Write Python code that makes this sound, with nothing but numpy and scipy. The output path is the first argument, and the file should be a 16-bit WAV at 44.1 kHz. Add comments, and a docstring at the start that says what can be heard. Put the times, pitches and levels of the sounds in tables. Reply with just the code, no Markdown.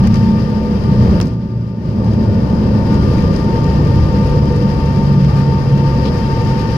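"""Tyre drone in falling tones, swelling through fuselage resonances, at a window seat of a small jet after landing.
The rough runway rumbles, booms and roars as filtered noise; two engines whine as beating pairs of sines.
Two throbbing generators and a brief pump whine over cabin-air noise; trim clicks, knocks, ticks and scuffs.
A jolt rattles the trim; most of the sound sinks for a moment and swells back."""
import sys
import numpy as np
from scipy import signal
from scipy.fft import rfft, irfft, next_fast_len
from scipy.io import wavfile
from scipy.ndimage import uniform_filter1d, minimum_filter1d, map_coordinates

SR = 44100
rng = np.random.default_rng(int(sys.argv[2]) if len(sys.argv) > 2 else 0)


def pcm_store(signal):
    """Save signal as 16-bit PCM."""
    levels = np.round(np.clip(np.atleast_2d(signal), -1, 1) * 32767)
    wavfile.write(sys.argv[1], SR, levels.astype(np.int16).T)


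N = 298557


def amp(db):
    """Logarithmic level: decibels to amplitude gain."""
    return 10 ** (np.asarray(db) / 20)


def unit(x):
    """Normalisation: the mean of the channels gets rms 1."""
    return x / np.sqrt(np.mean(np.atleast_2d(x).mean(0) ** 2) + 1e-20)


def along(points, hz):
    """Spectral envelope: (frequency, value) points joined on a logarithmic frequency axis."""
    f, v = np.transpose(points)
    return np.interp(np.log(hz + 1), np.log(f + 1), v)


def curves(rows):
    """Linear interpolation: one value per sample for each column after the time."""
    s, *columns = np.transpose(rows)
    return [np.interp(np.arange(N) / SR, s, column) for column in columns]


def wobble(rate):
    """Slow random modulation: a smooth curve through normal random knots, rate knots a second."""
    knots = rng.standard_normal(int(N * rate / SR) + 4)
    return map_coordinates(knots, [np.arange(N) * rate / SR])


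def filtered(x, response):
    """Linear filtering: the spectrum of x times a response of frequency."""
    m = next_fast_len(N + SR // 4)
    return irfft(rfft(x, m) * response(np.fft.rfftfreq(m, 1 / SR)), m)[..., :N]


def pan(lean_db):
    """Interchannel level difference: left and right gains of mean 1."""
    gains = amp(np.array([np.atleast_1d(lean_db), -np.atleast_1d(lean_db)]) / 2)
    return gains / gains.mean(0)


def phase_of(hz):
    """Phase as the integral of frequency, from a random start."""
    return 2 * np.pi * (np.cumsum(hz) / SR + rng.random())


# interchannel correlation of the noise: (f/Hz, correlation)
CORRELATION = [(150, .972), (310, .96), (500, .75), (800, .25), (2000, .1), (5000, 0), (12000, .35)]


def diffuse(response):
    """Diffuse field: stereo noise, alike at both microphones in the bass, largely unrelated in the treble."""
    def mid_side(hz):
        angle = np.arccos(np.clip(along(CORRELATION, hz), -1, 1)) / 2
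        return response(hz) * np.array([np.cos(angle), np.sin(angle)])

    mid, side = filtered(rng.standard_normal((2, N)), mid_side)
    return np.array([mid + side, mid - side])


# left-right balance of the noise: (f/Hz, L-R level/dB)
LEAN = [(25, 3), (60, 1.7), (125, .1), (250, -.6), (500, 2.2), (1000, 6), (2000, 9.5), (4600, 13),
        (8000, 5), (12000, 2)]


def rush(spectrum):
    """Shaped broadband noise of rms 1, whose treble comes mostly from the left."""
    noise = diffuse(lambda hz: amp(along(spectrum, hz)))
    return unit(filtered(noise, lambda hz: pan(along(LEAN, hz))))


def steadied(x, seconds, share):
    """Envelope compression: evens out a share of the slow chance swells of a noise."""
    power = np.abs(uniform_filter1d(x.mean(0) ** 2, int(seconds * SR) + 1)) + 1e-9
    return unit(x / power ** (np.clip(share, 0, 1) / 2))


LEFT_LAG_S = 0.00019


def left_late(x):
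    """Interchannel time delay: the sound reaches the left microphone LEFT_LAG_S after the right."""
    side = np.array([[-1], [1]])
    return filtered(x, lambda hz: np.exp(np.pi * 1j * hz * LEFT_LAG_S * side))


# the lull after the jolt: a quick fall, a hold and an exponential easing back
LULL_START_S, LULL_FALL_S, LULL_END_S, LULL_RECOVER_S = 1.186, 0.18, 1.77, 0.22


def lull():
    """Envelope of the lull: 0 at full level, 1 at the bottom; a linear fall and an exponential recovery."""
    t = np.arange(N) / SR
    fall = np.clip((t - LULL_START_S) / LULL_FALL_S, 0, 1)
    return fall * np.exp(-np.maximum(t - LULL_END_S, 0) / LULL_RECOVER_S)


def level(rows, sinks_db):
    """Level addition: a curve in dB that sinks during the lull."""
    return curves(rows)[0] - sinks_db * lull()


# reference level of the cabin air, which the generators and ticks also follow: (t/s, level/dB)
AIR_LEVEL = [(0, -37), (.6, -41.5), (1.15, -38), (2.4, -42), (3.1, -38), (4.4, -38.5), (5.6, -38.5),
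             (6.77, -36)]
AIR_SINKS_DB = 12.5
# spectrum of the vent hiss: (f/Hz, relative level/dB)
AIR = [(750, -25.5), (1280, -5), (1550, -1.5), (1950, -6), (2250, -5.5), (2850, -7.5), (3500, -11),
       (4250, -10), (4900, -2.5), (6000, -15.5), (8700, -29.5), (10200, -25.5), (14300, -33.5),
       (15600, -43.5)]
# spectrum of the airflow along the skin: (f/Hz, relative level/dB)
WIND = [(500, -41), (750, -1), (915, 4), (1000, -7.5), (1130, -1.5), (1300, -11.5), (1700, -40.5),
        (4000, -86)]
# narrow bands of cabin noise that rise and fall with the air:
# (f/Hz, width at half amplitude/Hz, level relative to the air reference/dB, L-R level/dB)
CABIN_BANDS = [(214, 12, 9, 0), (386.2, 18, 0.5, -9), (483.3, 30, 4.5, -5.5), (1191, 21, -5.5, 8),
               (1410, 46, -14, 6), (1825, 140, -11, 24.5), (2716, 56, -17, 14.5), (3138, 110, -16.5, 5)]
WALL_S = .00377  # delay of the wall reflection


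def cabin():
    """Broadband and narrow-band noise: vent hiss, airflow along the skin and narrow bands that follow the air."""
    air_db = level(AIR_LEVEL, AIR_SINKS_DB)
    # interference with the wall reflection ripples the spectrum of the hiss
    hiss = unit(filtered(rush(AIR), lambda hz: 1 + 0.15 * np.exp(-2j * np.pi * hz * WALL_S)))
    out = amp(-0.55 + 0.92 * wobble(30)) * hiss
    out += amp(0.5 + 2.0 * wobble(8.8)) * rush(WIND)
    for centre, width, db, lean_db in CABIN_BANDS:
        band = unit(diffuse(lambda hz: 1 / (1 + ((hz - centre) / width * 2) ** 2)))
        out += amp(db) * band * pan(lean_db)
    return amp(air_db + 0.085 * wobble(7.7)) * out


# a small pump runs up and down: (t/s, f/Hz, rms level/dB)
PUMP = [(2.1, 1453, -64), (2.25, 1433, -49.5), (2.5, 1480, -51), (2.75, 1483, -53), (3.0, 1430, -44),
        (3.2, 1374, -75)]
# third and sixth harmonic of the on-board power:
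# (f/Hz, level relative to the air reference/dB, L-R level/dB, left phase lead/rad)
ELECTRIC = [(1196.5, -.5, 6.5, 2.1), (2393, -20, 12, -1.7)]
# how far the second generator runs flat at the third harmonic: (t/s, difference f/Hz)
THROB = [(0, 5.25), (2.8, 5.25), (3.3, 3.3), (4.1, 3.5), (4.8, 4.3), (6.77, 4.2)]
SECOND_GENERATOR_DB = -8  # relative to the first


def systems():
    """Beating of close frequencies: two generators throb, and a pump whines briefly as a gliding sine."""
    air_db = level(AIR_LEVEL, AIR_SINKS_DB)
    pump_hz, pump_db = curves(PUMP)
    out = amp(pump_db) * np.sin(phase_of(pump_hz)) * pan(5)
    # the throb is a little out of step at the two microphones
    slip = 2 * np.pi * np.cumsum(curves(THROB)[0]) / SR + np.array([[-1.7], [-.3]])
    for hz, db, lean_db, lead in ELECTRIC:
        turn = phase_of(np.full(N, hz)) + .12 * wobble(9) + np.array([[lead], [0]])
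        second = np.sin(turn - slip * hz / ELECTRIC[0][0])
        pair = np.sin(turn) - amp(SECOND_GENERATOR_DB) * second
        out = out + amp(air_db + db + .8 * wobble(14)) * pair * pan(lean_db)
    return np.sqrt(2) * out  # a sine of rms 1 peaks at root 2


# spectrum of clicks and ticks of the trim: (f/Hz, gain/dB)
CLICK = [(250, -8), (1200, -1), (2400, 1), (3600, -2), (5200, 2), (7000, -7), (9000, -13), (13000, -16.5),
         (16000, -28)]


def chatter():
    """Random impulse process: shaken fittings tick as decaying noise, about 12 times a second."""
    t = np.arange(SR // 20) / SR
    tap_db = level(AIR_LEVEL, AIR_SINKS_DB) + 8.0 + 1.2 * rng.standard_normal(N)
    taps = (rng.random(N) < 12 / SR) * amp(tap_db)
    tick = amp(-60 * t / 0.018) * rng.standard_normal((2, len(t)))
    ticks = signal.fftconvolve(taps[None], tick, axes=1)[:, :N]
    return filtered(ticks, lambda hz: amp(along(CLICK, hz))) * pan(3.1)


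# loose trim: (t/s, click level before colouring/dB, decay time t60/s, L-R level/dB,
# knock offset from the click/dB, pitch of the loose part f/Hz, gain of its ring/dB)
RATTLE = [(.0675, -29, .008, 6, -20, 5200, 0), (.072, -19, .035, 11, -3, 2000, 2),
          (.142, -23.5, .02, 10, -20, 5600, 0), (.157, -25, .02, 10, -20, 5000, 1),
          (1.111, -31, .02, 8, -20, 5600, 3), (1.2019, -9, .004, -5, 4, 2400, 6),
          (1.209, -28, .012, 4, -12, 9500, 3), (1.213, -17.5, .025, 8, -3, 5200, 2),
          (1.2178, -25, .01, 0, 7, 1900, 9), (1.227, -30, .025, 8, -20, 5400, 5),
          (1.256, -34, .04, 6, -6, 11500, 2), (1.269, -31, .03, 6, -4, 5200, 2),
          (1.281, -32, .008, 6, -20, 9500, 0), (2.045, -34, .02, 13, -8, 3800, 4),
          (2.134, -36, .04, 4, 10, 4600, 2), (2.945, -35, .04, 3, -20, 6800, 3),
          (3.183, -33, .05, 12, 3, 2100, 13), (3.362, -29, .025, 12, -10, 4900, 6),
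          (3.642, -33, .02, 12, -10, 4900, 6), (4.562, -31, .02, 10, -15, 6600, 5),
          (4.8, -33, .025, 12, -5, 2400, 11), (5.247, -33, .02, 13, -8, 2600, 11)]
# modes of the knocked panel: (f/Hz, relative level/dB, decay time t60/s)
PANEL = [(380, -1, .06), (500, 0, .05), (720, -10, .03), (1150, 0, .025), (1700, -2, .018),
         (2420, -3, .012)]
# spectrum of the dull, noisy part of a knock: (f/Hz, gain/dB)
THUD = [(150, -6), (450, 9), (900, 1.5), (1600, -6.5), (2400, -13), (3600, -32)]
# brief scuffs: (t/s, level/dB, hold/s)
SCUFF = [(6.05, -34.5, .014), (6.066, -37, 0.024)]
PART_Q = 3.5  # loose plastic parts ring only for a few cycles
THUD_DB, THUD_T60_S = 3, 0.021
SCUFF_RISE_S, SCUFF_T60_S = .005, 0.04


def scuffs():
    """Friction noise: short strokes whose rapid random modulation makes them grainy."""
    now = np.arange(N) / SR
    strokes = np.zeros(N)
    for s, db, hold in SCUFF:
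        rise = np.clip((now - s) / SCUFF_RISE_S, 0, 1)
        strokes += rise * amp(db - 60 * np.maximum(now - s - hold, 0) / SCUFF_T60_S)
    spectrum = [(1200, -18), (2200, -1.0), (3200, 3.5), (5400, 1.5), (6500, -17.5), (8200, -22), (14000, -32)]
    return strokes * amp(2 * wobble(300)) * rush(spectrum)


def rattles():
    """Impact and modal decay: loose trim clicks at its own pitches and knocks its panel; scuffs are added."""
    t = np.arange(SR // 4) / SR
    clicks, knocks, thuds = np.zeros((3, 2, N + SR))
    for s, db, t60, lean_db, knock_db, part_hz, part_db in RATTLE:
        start = round(s * SR)
        span = slice(start, start + len(t))
        burst = amp(db - 60 * t / t60) * rng.standard_normal((2, len(t))) * pan(lean_db)
        part = signal.lfilter(*signal.iirpeak(part_hz, PART_Q, SR), burst)
        clicks[:, span] += burst + amp(part_db) * part
        ring = np.zeros(len(t))
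        for hz, mode_db, life in PANEL:
            # each impact excites the modes in a different balance
            ring += amp(mode_db + rng.normal(0, 3.6) - 60 * t / life) * np.sin(2 * np.pi * hz * t)
        knocks[:, span] += amp(db + knock_db - 17.0) * ring * pan(lean_db)
        thud_gain = amp(db + knock_db + THUD_DB - 60 * t / THUD_T60_S)
        thuds[:, span] += thud_gain * rng.standard_normal(len(t)) * pan(lean_db)
    clicks = filtered(clicks[:, :N], lambda hz: amp(along(CLICK, hz)))
    thuds = filtered(thuds[:, :N], lambda hz: amp(along(THUD, hz)))
    return clicks + thuds + knocks[:, :N] + scuffs()


# unevenness of the pavement, which shakes the floor and the tyres: (t/s, relative level/dB)
ROAD = [(0, 1.5), (.3, -2), (.55, -5), (.85, -4), (1.08, 3.5), (1.27, 1.5), (1.45, 3.5), (2.1, 0),
        (2.5, -3.5), (2.8, -0.5), (3.18, 3), (3.4, -2.5), (4, 1), (4.7, -2), (5.5, -1), (6.77, -3.5)]
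# bumps in the pavement: (t/s, extra rumble level/dB)
BUMPS = [(0.108, 5.5), (1.14, 1.5), (2.3, 4.5), (4.0, 5), (4.42, 4), (6.43, 4.5)]
# level of the fuselage boom: (t/s, level/dB)
BOOM_LEVEL = [(0, -14), (.65, -19.5), (1.1, -15), (2.7, -17), (3.4, -19.5), (4.4, -22.5), (5.3, -18.5),
              (6.77, -21)]
# level of the tyre roar: (t/s, level/dB)
ROAR_LEVEL = [(0, -26), (.85, -26), (1.08, -23), (1.24, -22), (1.4, -22), (1.8, -23), (2.15, -20),
              (2.5, -21.5), (3.15, -21), (4.3, -23.5), (4.43, -20.5), (4.6, -24), (5.45, -25.5), (6, -24),
              (6.77, -26)]
# spectrum of the rumble: (f/Hz, relative level/dB)
RUMBLE = [(15, -15), (30, -15), (45, -7.5), (55, -9), (66, 4), (85, -5), (105, 1), (128, -3.5), (160, -11),
          (260, -27.5), (600, -98)]
# spectrum of the boom: (f/Hz, relative level/dB)
BOOM = [(60, -51), (120, -5.5), (155, -4), (175, -5), (205, -3), (245, -10.5), (290, -36.5), (420, -43.5),
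        (900, -94)]
# spectrum of the roar: (f/Hz, relative level/dB)
ROAR = [(150, -31), (250, 1), (312, -2), (350, -3.5), (426, -3.5), (487, -6), (521, -2.5), (760, -20.5),
        (847, -26.5), (860, -13), (1120, -23.5), (1890, -120)]
RUMBLE_DB = -15  # before the unevenness and bumps
BUMP_S = 0.07  # half-width of a bump at 1/e of its extra dB
RUMBLE_SINKS_DB, BOOM_SINKS_DB, ROAR_SINKS_DB = 16.5, 11, 14


def runway():
    """Random excitation: rough pavement shakes the floor, booms in the fuselage and roars at the tyres."""
    t = np.arange(N) / SR
    bumps_db = sum(db * np.exp(-((t - s) / BUMP_S) ** 2) for s, db in BUMPS)
    rumble_db = RUMBLE_DB + level(ROAD, RUMBLE_SINKS_DB) + bumps_db
    rumble = amp(rumble_db) * steadied(rush(RUMBLE), seconds=0.11, share=0.62)
    boom_db = level(BOOM_LEVEL, BOOM_SINKS_DB)
    boom = amp(boom_db) * steadied(rush(BOOM), seconds=0.15, share=0.78)
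    roar = amp(level(ROAR_LEVEL, ROAR_SINKS_DB)) * rush(ROAR)
    return left_late(rumble + boom) + roar


# engine whine: (t/s, f/Hz)
SPOOL = [(0, 908), (.7, 899), (2, 897.5), (3.1, 898.5), (3.5, 903.5), (5.3, 904.3), (5.9, 905.8),
         (6.4, 903.7), (6.77, 904)]
# level of the engine whine: (t/s, level/dB)
WHINE = [(0, -44), (.25, -33), (.7, -39.5), (1.15, -41), (2.1, -41), (2.55, -41.5), (2.9, -36), (3.25, -38),
         (3.55, -32.5), (3.95, -35), (4.15, -32.5), (5.2, -34), (6, -31), (6.77, -31.5)]
# moments at which the two engines cancel most: (t/s)
BEATS = [0, .45, .82, 1.08, 1.36, 1.66, 1.92, 2.15, 2.42, 2.72, 3.08, 3.33, 3.86, 4.02, 4.58, 5.3, 5.69,
         6.1, 6.85]
WHINE_SINKS_DB = 10.5
SECOND_ENGINE_DB = -6.5  # relative to the first
LOCK = 0.59  # the engines linger in step and slip quickly through each cancellation (0-1)


def engines():
    """Beating: the second compressor tone runs a little faster; both flutter on their way through the cabin."""
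    turn = phase_of(curves(SPOOL)[0]) + 0.24 * wobble(6.1)
    beat = 2 * np.pi * np.interp(np.arange(N) / SR, BEATS, np.arange(len(BEATS)))
    lead = beat + np.clip(LOCK, 0, 1) * np.sin(beat)

    def flutter():
        gain = amp(1.2 * wobble(22))
        phase = turn + .24 * wobble(18)
        return gain * (np.sin(phase) - amp(SECOND_ENGINE_DB) * np.sin(phase + lead))

    tone = np.array([flutter(), flutter()]) * pan(5.8)
    # a faint octave above
    octave = amp(-24.0 + 3.1 * wobble(4.7)) * np.sin(2 * turn + 0.46 * wobble(22)) * pan(12)
    return np.sqrt(2) * amp(level(WHINE, WHINE_SINKS_DB)) * (tone + octave)


# fuselage resonances that the tyre orders sweep through: (f/Hz, width at half amplitude/Hz, peak gain/dB)
FUSELAGE = [(100.4, 5.8, -23), (110.4, 4.5, -12), (114.8, 4, -16.5), (118.7, 4, -17.5), (124.8, 3.5, -15),
            (141.3, 8.5, -11), (151, 8.5, -16.5), (177.5, 9, -21), (190, 12, -15), (215.4, 11.9, -12.5),
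            (264, 9, -19), (315, 28, -28), (388, 35, -31), (485, 16, -15)]
OFF_RESONANCE_DB = -30.5  # what gets through between them


def fuselage(hz):
    """Resonant transmission: gain with which a tyre tone reaches the cabin, summed as power."""
    peaks = sum(amp(db) ** 2 / (1 + (2 * (hz - centre) / width) ** 2) ** 2
                for centre, width, db in FUSELAGE)
    return np.sqrt(amp(OFF_RESONANCE_DB) ** 2 + peaks)


# wheel speed: (t/s, rotation f/Hz)
WHEEL = [(0, 31.69), (1, 29.91), (2.3, 27.25), (3.3, 25.59), (5, 23.65), (6.77, 22.27)]
# tyre orders: (multiple of the wheel speed, relative level/dB)
TYRE = [(3, -2.5), (4, 1), (5, -14.5), (6, 2.5), (7, -.5), (8, 0), (9, -8.5), (10, -3.5), (12, -6),
        (13, -4.5), (16, -11.5), (19, -14.5), (20, -11), (21, -15), (22, -14.5)]
DRONE_SINKS_DB = 6


def tyres():
    """Order excitation: out-of-round tyres shake the gear at multiples of wheel speed, swelling at resonances."""
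    speed = curves(WHEEL)[0]
    turn = phase_of(speed)
    drone = np.zeros(N)
    for multiple, db in TYRE:
        order = round(multiple)
        # the changing load on the wheel makes every order waver
        waver = amp(2.4 * wobble(15) - .35)
        phase = order * turn + 2 * np.pi * rng.random() + .2 * wobble(9)
        drone += amp(db) * fuselage(order * speed) * waver * np.sin(phase)
    return left_late(amp(level(ROAD, DRONE_SINKS_DB)) * drone)


def scene():
    """Superposition: everything heard at the window seat."""
    return runway() + tyres() + engines() + systems() + cabin() + rattles() + chatter()


TOP_HZ = 15700  # band limit


def record(dry):
    """Peak limiting and band limiting: gain dips hold peaks near the ceiling; nothing stays above TOP_HZ."""
    ceiling = .95
    needed = np.minimum(1, ceiling / (np.abs(dry).max(0) + 1e-9))
    gain = uniform_filter1d(minimum_filter1d(needed, size=900), size=600)
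    return filtered(dry * gain, lambda hz: hz < TOP_HZ)


dry = scene()
out = record(dry)
pcm_store(out)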